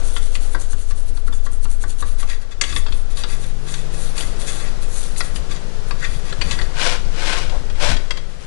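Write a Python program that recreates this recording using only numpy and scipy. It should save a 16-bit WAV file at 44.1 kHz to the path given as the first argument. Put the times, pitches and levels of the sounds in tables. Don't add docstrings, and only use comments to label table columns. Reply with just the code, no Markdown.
import sys
import numpy as np
from scipy import signal
from scipy.fft import rfft, irfft, next_fast_len
from scipy.io import wavfile
from scipy.ndimage import uniform_filter1d

SR = 44100
rng = np.random.default_rng(int(sys.argv[2]) if len(sys.argv) > 2 else 0)


def digitize_waveform(pressure):
    field = np.atleast_2d(pressure).T
    bounded = np.clip(field, -1, 1)
    quanta = np.round(bounded * 32767).astype(np.int16)
    wavfile.write(sys.argv[1], SR, quanta)


N = 373086
T = np.arange(N) / SR


def amp(db):
    return 10 ** (np.asarray(db) / 20)


def unit(x):
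    return x / np.sqrt(np.mean(x ** 2))


def peak_one(x):
    return x / np.sqrt(uniform_filter1d(x ** 2, size=256).max())


def add(out, start_s, x):
    i = max(int(start_s * SR), 0)
    out[i:i + len(x)] += x[:N - i]


def curves(table):
    times, *columns = np.transpose(table)
    return [np.interp(T, times, column) for column in columns]


def swell(peak_s, rise_s, fall_s, shape=1.7):
    away = np.abs(T - peak_s) / np.maximum(np.where(T < peak_s, rise_s, fall_s), 1 / SR)
    gain, near = np.zeros(N), away < 8
    gain[near] = np.exp(-away[near] ** shape / 2)
    return gain


def walk(rate_hz):
    hold = int(SR / rate_hz)
    steps = np.repeat(rng.standard_normal(N // hold + 1), hold)
    return 1.433 * uniform_filter1d(uniform_filter1d(steps, hold), hold)[:N]


def colour(x, spectrum):
    hz, db = np.transpose(spectrum)
    size = next_fast_len(len(x))
    bins_hz = np.maximum(np.fft.rfftfreq(size, 1 / SR), 1)
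    gain = amp(np.interp(np.log(bins_hz), np.log(hz), db))
    return unit(irfft(rfft(x, size) * gain, size)[:len(x)])


def band(x, lo_hz, hi_hz, order=2):
    return signal.sosfilt(signal.butter(order, [lo_hz, hi_hz], "band", fs=SR, output="sos"), x)


def grains(per_s, spread_db):
    size = amp(spread_db * np.minimum(rng.exponential(size=N), 4))
    return unit((rng.random(N) < per_s / SR) * rng.standard_normal(N) * size)


def contact(length_s, chatter):
    t = T[:SR // 4]
    force = rng.standard_normal(len(t)) * np.exp(-t / length_s)
    force *= chatter / np.linalg.norm(force)
    force[0] += 1
    return force


def decay(t, t60_s):
    return np.exp(-np.log(1000) * t / t60_s)


def body(modes, wash_db, wash_t60_s):
    t = T[:SR // 4]
    ring = sum(amp(db) * np.sin(2 * np.pi * hz * t + rng.uniform(0, 2 * np.pi)) * decay(t, t60_s)
               for hz, db, t60_s in modes)
    wash = rng.standard_normal(len(t)) * decay(t, wash_t60_s)
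    return unit(ring) + amp(wash_db) * unit(wash)


def through(x, response):
    return signal.fftconvolve(x, response)[:len(x)]


def rubbed(force, modes):
    response = body(modes, wash_db=-20, wash_t60_s=.01)
    return through(force, response / np.linalg.norm(response))


def bristles(per_s, spread_db, spectrum):
    flicks = grains(per_s, spread_db)
    edges_hz = np.geomspace(500, 12000, 15)
    tufts = sum(band(flicks, lo, hi, order=1) * amp(3 * walk(32))
                for lo, hi in zip(edges_hz, edges_hz[1:]))
    return colour(tufts, spectrum)


def stroke_times(first_s=-0.0085, period_s=.1838, count=12):
    return first_s + period_s * np.arange(count)


# time_s, level_db, stretch_factor
BRUSH_EFFORT = [(.05, -38.5, 2), (.25, -37.5, 1.55), (.45, -38.5, 1.5), (.7, -41.5, 1.44),
                (1.25, -43.5, 1.04), (1.6, -41, .9), (1.85, -37, 0.92), (2.1, -39, 1.44)]
# freq_hz, gain_db
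SCRUB_EQ = [(500, 2.5), (1200, -7), (2500, -4), (4000, 1.5), (5200, -4.5), (6000, 2), (7500, 3.5),
            (9000, 7.5), (11000, 2.5)]
# pitch_hz, level_db, t60_s
HOUSING_MODES = [(1152, 2, .07), (1370, -5, .06), (1560, -3, .06), (1680, -3, .06), (1838, -6, .11),
                 (1925, -3.5, .1), (2050, -4, .09), (2552, -11, .15), (2610, -6, .1), (3260, -7, .1),
                 (3461, -3, .1), (3520, -6, .07), (3850, -6, .06), (4120, -7, .06), (4613, -4, .085),
                 (4660, -5, .06), (5780, -8, .07), (5910, -6, .08), (6600, -3, .06), (6950, -5, .09),
                 (7429, -7, .07), (8113, -10, .1)]


def scrubbing(pull_lag_s=0.066):
    times, effort_db, stretches = np.transpose(BRUSH_EFFORT)
    power = np.zeros(N)
    for push_s in stroke_times():
        stretch = np.interp(push_s, times, stretches)
        push = swell(push_s, stretch * 0.015, stretch * 0.0063)
        pull = amp(-1) * swell(push_s + pull_lag_s, stretch * 0.01, stretch * 0.025)
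        power += push ** 2 + pull ** 2
    envelope = amp(np.interp(T, times, effort_db)) * np.sqrt(power)
    force = envelope * bristles(per_s=4500, spread_db=2.1, spectrum=SCRUB_EQ)
    return amp(2) * force + amp(-8.5) * rubbed(force, HOUSING_MODES)


# time_s, level_db
BENCH_SWAY = [(0, -17.5), (2.3, -17.5), (2.55, -28.5), (2.8, -17.5), (3.6, -21.5), (5.0, -19), (5.75, -22),
              (8.0, -18.5), (8.46, -31.5)]
# peak_s, half_length_s, level_db
BENCH_LEANS = [(2.744, 0.039, -22.5), (2.92, 0.03, -28.5), (4.276, 0.048, -29), (5.383, 0.038, -27.5),
               (6.13, 0.048, -31.5), (6.46, 0.06, -24), (6.63, 0.058, -32.5), (7.035, 0.03, -32.5),
               (7.595, 0.11, -28), (7.935, 0.033, -17.5)]
# freq_hz, gain_db
THUD_EQ = [(20, -0.5), (35, 3.5), (50, -4.5), (70, -6), (95, -18.5), (150, -26), (260, -26), (800, -51)]


def bench(sway_hz=16, wander=0.0463, tremble_db=-40, stroke_db=-30.5):
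    sway_db, = curves(BENCH_SWAY)
    phase = 2 * np.pi * np.cumsum(sway_hz * (1 + wander * walk(9.6))) / SR
    sway = unit(np.sin(phase)) + amp(-9) * unit(band(rng.standard_normal(N), 10.5, 26.5))
    thud = colour(band(rng.standard_normal(N), 33.2, 600), THUD_EQ)
    leaning = sum(amp(db) * swell(peak_s, half_s, half_s) for peak_s, half_s, db in BENCH_LEANS)
    strokes = amp(stroke_db) * sum(swell(push_s + 0.014, 0.0097, 0.046) for push_s in stroke_times())
    return amp(sway_db + 0.7) * sway + (amp(tremble_db) + leaning + strokes) * thud


# time_s, firing_hz, level_db, unevenness_db
ENGINE_RUN = [(0, 37.03, -68, -20), (2.4, 38.93, -56, -18), (2.7, 40.5, -46.5, -18),
              (3.05, 42.6, -47.5, -26), (3.2, 44.08, -43, -24), (3.55, 47, -38.5, -34),
              (4.15, 52.7, -37.5, -26), (4.7, 55.63, -39, -16), (5.7, 54.56, -39, -17),
              (6.15, 53.6, -41.5, -2.5), (7.9, 52.1, -44.5, -16), (8.46, 52, -48, -8)]
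# freq_hz, gain_db
WALL_EQ = [(70, -14), (105, -5), (125, -1.5), (150, 3.5), (170, -6), (190, -11), (220, -10), (270, -18),
           (400, -13), (500, -22.5), (620, -58)]


def engine(cylinders=4):
    firing_hz, level_db, uneven_db = curves(ENGINE_RUN)
    cycle_hz = firing_hz / cylinders
    phase = 2 * np.pi * np.cumsum(cycle_hz * (1 + 0.0029 * walk(14))) / SR
    wall_hz, wall_db = np.transpose(WALL_EQ)
    out = np.zeros(N)
    for multiple in [*range(7, 17), *range(20, 44, 4)]:
        off_firing = multiple % cylinders > 0
        partial_db = np.interp(multiple * cycle_hz, wall_hz, wall_db) + uneven_db * off_firing
        out += amp(level_db + partial_db) * np.cos(multiple * phase)
    return amp(1.2 * walk(11)) * out


# time_s, level_db
BACKGROUND_LEVEL = [(0.0, -41.5), (0.85, -49.5), (2.73, -50), (4.52, -41.5), (5.91, -43.5), (7.47, -40),
                    (8.46, -49.5)]
# freq_hz, gain_db
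BACKGROUND_EQ = [(60, -21), (120, 10), (170, 0), (260, -3), (450, 4), (700, -2), (1000, -7), (1400, -5),
                 (2300, -13), (4500, -13.5), (7000, -17), (11000, -29)]


def room_tone():
    level_db, = curves(BACKGROUND_LEVEL)
    bed = colour(band(rng.standard_normal(N), 64, 13000), BACKGROUND_EQ)
    hum = unit(band(rng.standard_normal(N), 498, 510))
    return amp(level_db + 3.5 + 1.26 * walk(5)) * (bed + amp(-17.5) * hum)


# time_s, level_db
HISS_LEVEL = [(0.2, -51.5), (0.95, -56.5), (2.5, -57), (3.7, -46), (5.2, -46.5), (7.4, -46.5), (8.2, -52),
              (8.46, -51)]
# freq_hz, gain_db
HISS_EQ = [(20, 5), (100, -2.5), (400, -0.5), (1000, -4), (4000, -8.5), (11000, -14)]


def hiss():
    level_db, = curves(HISS_LEVEL)
    return amp(level_db + 0.5) * colour(rng.standard_normal(N), HISS_EQ)


# start_s, level_db, hardness (0 padded, 1 bare)
BRUSH_KNOCKS = [(0.164, -20, .33), (0.352, -23, .58), (0.547, -19, 0.0085), (0.731, -30.5, 0.21),
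                (0.908, -32.5, 0.25), (1.172, -34, 0.29), (1.278, -28.5, .02), (1.326, -31, 0.37),
                (1.464, -28.5, .08), (1.653, -30.5, 0.2), (1.838, -24.5, 0), (2.024, -21.5, 0.08),
                (2.227, -28, 0.17), (2.612, -10, .74), (2.637, -18.5, 0.56), (2.724, -26.5, 0.37),
                (2.762, -15.5, .47), (2.863, -27, .3), (2.883, -31, 0.27), (2.923, -25.5, 0.48),
                (3.17, -27, 0.44), (3.236, -20, 0.4), (3.739, -25.5, 0.69), (4.179, -23.5, 0.71),
                (4.207, -22.5, 0.6), (5.161, -32, 0.48), (5.205, -17, 0.36), (5.358, -26, .45),
                (5.908, -22, 0.27), (6.046, -23.5, 0.43), (6.325, -24, 0.29), (6.413, -15.5, 0.51),
                (6.51, -17.5, 0.67), (6.588, -21.5, 0.27), (6.613, -22.5, 0.4)]


def knocks(scatter_db=3, focus_db=22):
    out = np.zeros(N)
    for start_s, level_db, hardness in BRUSH_KNOCKS:
        modes = [(hz, db + scatter_db * rng.standard_normal(), t60_s) for hz, db, t60_s in HOUSING_MODES]
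        force = contact(length_s=0.0013 + 0.0016 * hardness, chatter=1.8)
        ring = through(force, body(modes, wash_db=9, wash_t60_s=0.045))
        low_db, middle_db, treble_db = -focus_db * np.abs(hardness - np.array([0, .5, 1]))
        low = amp(low_db + 1) * unit(band(ring, 960, 1600))
        middle = amp(middle_db) * unit(band(ring, 1800, 4680, order=3))
        treble = amp(treble_db - 1) * unit(band(ring, 5200, 7800))
        thud = amp(low_db - 5.5) * unit(band(contact(length_s=0.019, chatter=2.6), 164, 830))
        add(out, start_s, amp(level_db) * peak_one(thud + low + middle + treble))
    return amp(-4) * out


# peak_s, width_s, hiss_db, scrape_db
RIM_WIPES = [(2.204, 0.014, -36.5, -32.5), (2.308, 0.025, -44, -36.5), (2.42, 0.0095, -51, -42),
             (2.519, 0.015, -62, -46), (2.685, .045, -41, -42), (2.762, 0.023, -33, -51),
             (2.952, 0.03, -44, -60), (3.113, 0.012, -45.5, -38), (3.188, 0.019, -35, -36.5),
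             (3.316, 0.031, -39.5, -34.5), (3.435, 0.033, -41, -39.5), (3.726, 0.047, -38.5, -35),
             (3.946, 0.019, -43.5, -34), (4.023, 0.046, -37.5, -43.5), (4.19, 0.023, -32, -30),
             (4.26, .035, -42, -46.5), (4.412, 0.014, -38, -33.5), (4.51, 0.079, -36, -38.5),
             (4.633, 0.031, -56, -31), (4.833, 0.014, -38.5, -46), (4.984, 0.069, -35.5, -48),
             (5.186, 0.013, -29, -51), (5.252, 0.026, -40.5, -37.5), (5.362, 0.014, -37, -45),
             (5.523, 0.02, -46.5, -35.5), (5.887, 0.013, -44, -43), (6.04, 0.032, -48, -29.5),
             (6.128, 0.042, -42, -37), (6.271, 0.019, -45.5, -34.5), (6.513, 0.076, -43, -34)]
# freq_hz, gain_db
WIPE_EQ = [(500, 1), (1200, -4.5), (2500, -3), (4000, 4.5), (5200, -4.5), (6000, 3), (7000, 1), (9000, 5),
           (10000, 6.5), (11000, 1.5)]


def wiping():
    swish_power, scrape_power = np.zeros(N), np.zeros(N)
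    for peak_s, width_s, hiss_db, scrape_db in RIM_WIPES:
        wipe = swell(peak_s, 0.74 * width_s, 1.11 * width_s)
        swish_power += (amp(hiss_db) * wipe) ** 2
        scrape_power += (amp(scrape_db) * wipe) ** 2
    swish = amp(1) * np.sqrt(swish_power) * bristles(per_s=4600, spread_db=0.6, spectrum=WIPE_EQ)
    friction = grains(per_s=2000, spread_db=2.5) * amp(4.55 * walk(55))
    grating = amp(-5) * np.sqrt(scrape_power) * unit(band(friction, 1250, 6500))
    return swish + grating + rubbed(amp(-13) * swish + amp(-2) * grating, HOUSING_MODES)


# peak_s, half_length_s, pitch_hz, level_db
BRUSH_SQUEAKS = [(2.322, 0.015, 2090, -38), (4.645, .025, 2040, -41.5), (6.044, 0.014, 1670, -26.5),
                 (6.596, 0.0079, 1820, -27.5)]


def squeaks():
    out = np.zeros(N)
    slips = grains(per_s=3000, spread_db=1)
    ring = slips + amp(-11) * rubbed(slips, HOUSING_MODES)
    for peak_s, half_s, pitch_hz, level_db in BRUSH_SQUEAKS:
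        chirp = unit(band(ring, 0.83 * pitch_hz, 1.2 * pitch_hz))
        out += amp(level_db) * swell(peak_s, half_s, half_s, shape=2) * chirp
    return out


# peak_s, rise_s, fall_s, rasp_db, judder_db
TRAY_PUSHES = [(6.835, 0.043, 0.076, -20.5, -28), (7.31, .095, 0.084, -24.5, -32),
               (7.53, 0.024, 0.055, -41.5, -31.5), (7.869, 0.044, 0.046, -19.5, -18)]
# pitch_hz, level_db, t60_s
TRAY_MODES = [(508, 0, .1), (590, 0, .07), (664, 2, .06), (770, -2, .04), (862, -1, .07), (978, 2, .05),
              (1170, -3, .03), (1366, -3, .05), (1505, -1, .06), (2238, -6, .07), (2590, -3, .04),
              (3073, -7, .07), (3967, -5, .05), (4620, -4, .05), (5710, -6, .07)]
# freq_hz, gain_db
DRAG_EQ = [(150, -22), (300, -8.5), (550, -13.5), (950, -2.5), (1400, -2.5), (1900, -5.5), (2600, -2),
           (4200, -6.5), (5500, -9.5), (7500, -14.5), (11000, -22)]


def tray_slide(judder_share=0.69):
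    speed, shake = np.zeros(N), np.zeros(N)
    for peak_s, rise_s, fall_s, rasp_db, judder_db in TRAY_PUSHES:
        speed += amp(rasp_db) * swell(peak_s, rise_s, fall_s, shape=2.3)
        shake += amp(judder_db) * swell(peak_s, judder_share * rise_s, judder_share * fall_s)
    grit = grains(per_s=7000, spread_db=-0.1) * amp(1.4 * walk(90))
    shell = rubbed(grit, TRAY_MODES)
    rasp = amp(.3) * speed * colour(grit + shell / 4, DRAG_EQ)
    tray_floor = (amp(-7) * shell + grit) * amp(2.7 * walk(45))
    judder = amp(-7) * shake * unit(band(tray_floor, 424, 1220))
    boom = amp(-14.5) * shake * unit(band(grit, 96.2, 360))
    return rasp + judder + boom


# start_s, level_db
PLATE_CLINKS = [(7.4965, -20.5), (7.699, -24.5), (7.7552, -29), (7.966, -17), (8.107, -9.5), (8.1724, -21)]
# pitch_hz, level_db, t60_s
PLATE_MODES = [(1992, -14, .12), (2756, -10, .1), (3305, 0, .08), (3849, -4, .08), (4759, -3, .09),
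               (7946, -12, .12), (9991, -12, .08)]


def clinks():
    out = np.zeros(N)
    for start_s, level_db in PLATE_CLINKS:
        force = contact(length_s=.004, chatter=.8)
        ring = through(force, body(PLATE_MODES, wash_db=9, wash_t60_s=.05))
        add(out, start_s, amp(level_db - 11) * peak_one(band(ring, 420, 4400)))
    return out


def tray_stop(start_s=7.89, level_db=-23):
    out = np.zeros(N)
    bump = band(contact(length_s=0.013, chatter=3.7), 100, 190)
    add(out, start_s, amp(level_db) * peak_one(bump))
    return out


# peak_s, half_length_s, level_db
CLOTH_RUSTLES = [(8.323, 0.028, -50), (8.44, .035, -45.5)]


def rustling():
    envelope = sum(amp(db) * swell(peak_s, half_s, half_s) for peak_s, half_s, db in CLOTH_RUSTLES)
    return envelope * unit(band(grains(per_s=6000, spread_db=-3), 700, 3700, order=1))


def workshop_reverb(dry, t60_s=0.48, wet_db=-13, predelay_s=.008):
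    t = T[:SR]
    tail = band(rng.standard_normal(SR), 140, 13500, order=1) * decay(t, t60_s) * (t > predelay_s)
    return dry + amp(wet_db) * through(dry, tail / np.linalg.norm(tail))


def scene():
    brush = scrubbing() + wiping() + squeaks() + knocks()
    tray = clinks() + tray_slide() + tray_stop()
    work = workshop_reverb(brush + tray + rustling())
    left = amp(4.5) * (work + bench() + engine() + room_tone())
    return np.array([left + hiss(), hiss()])


def record(dry, ceiling=.88, top_hz=11090):
    low_pass = signal.ellip(10, .2, 70, top_hz, fs=SR, output="sos")
    return signal.sosfilt(low_pass, np.clip(dry, -ceiling, ceiling))


dry = scene()
out = record(dry)
digitize_waveform(out)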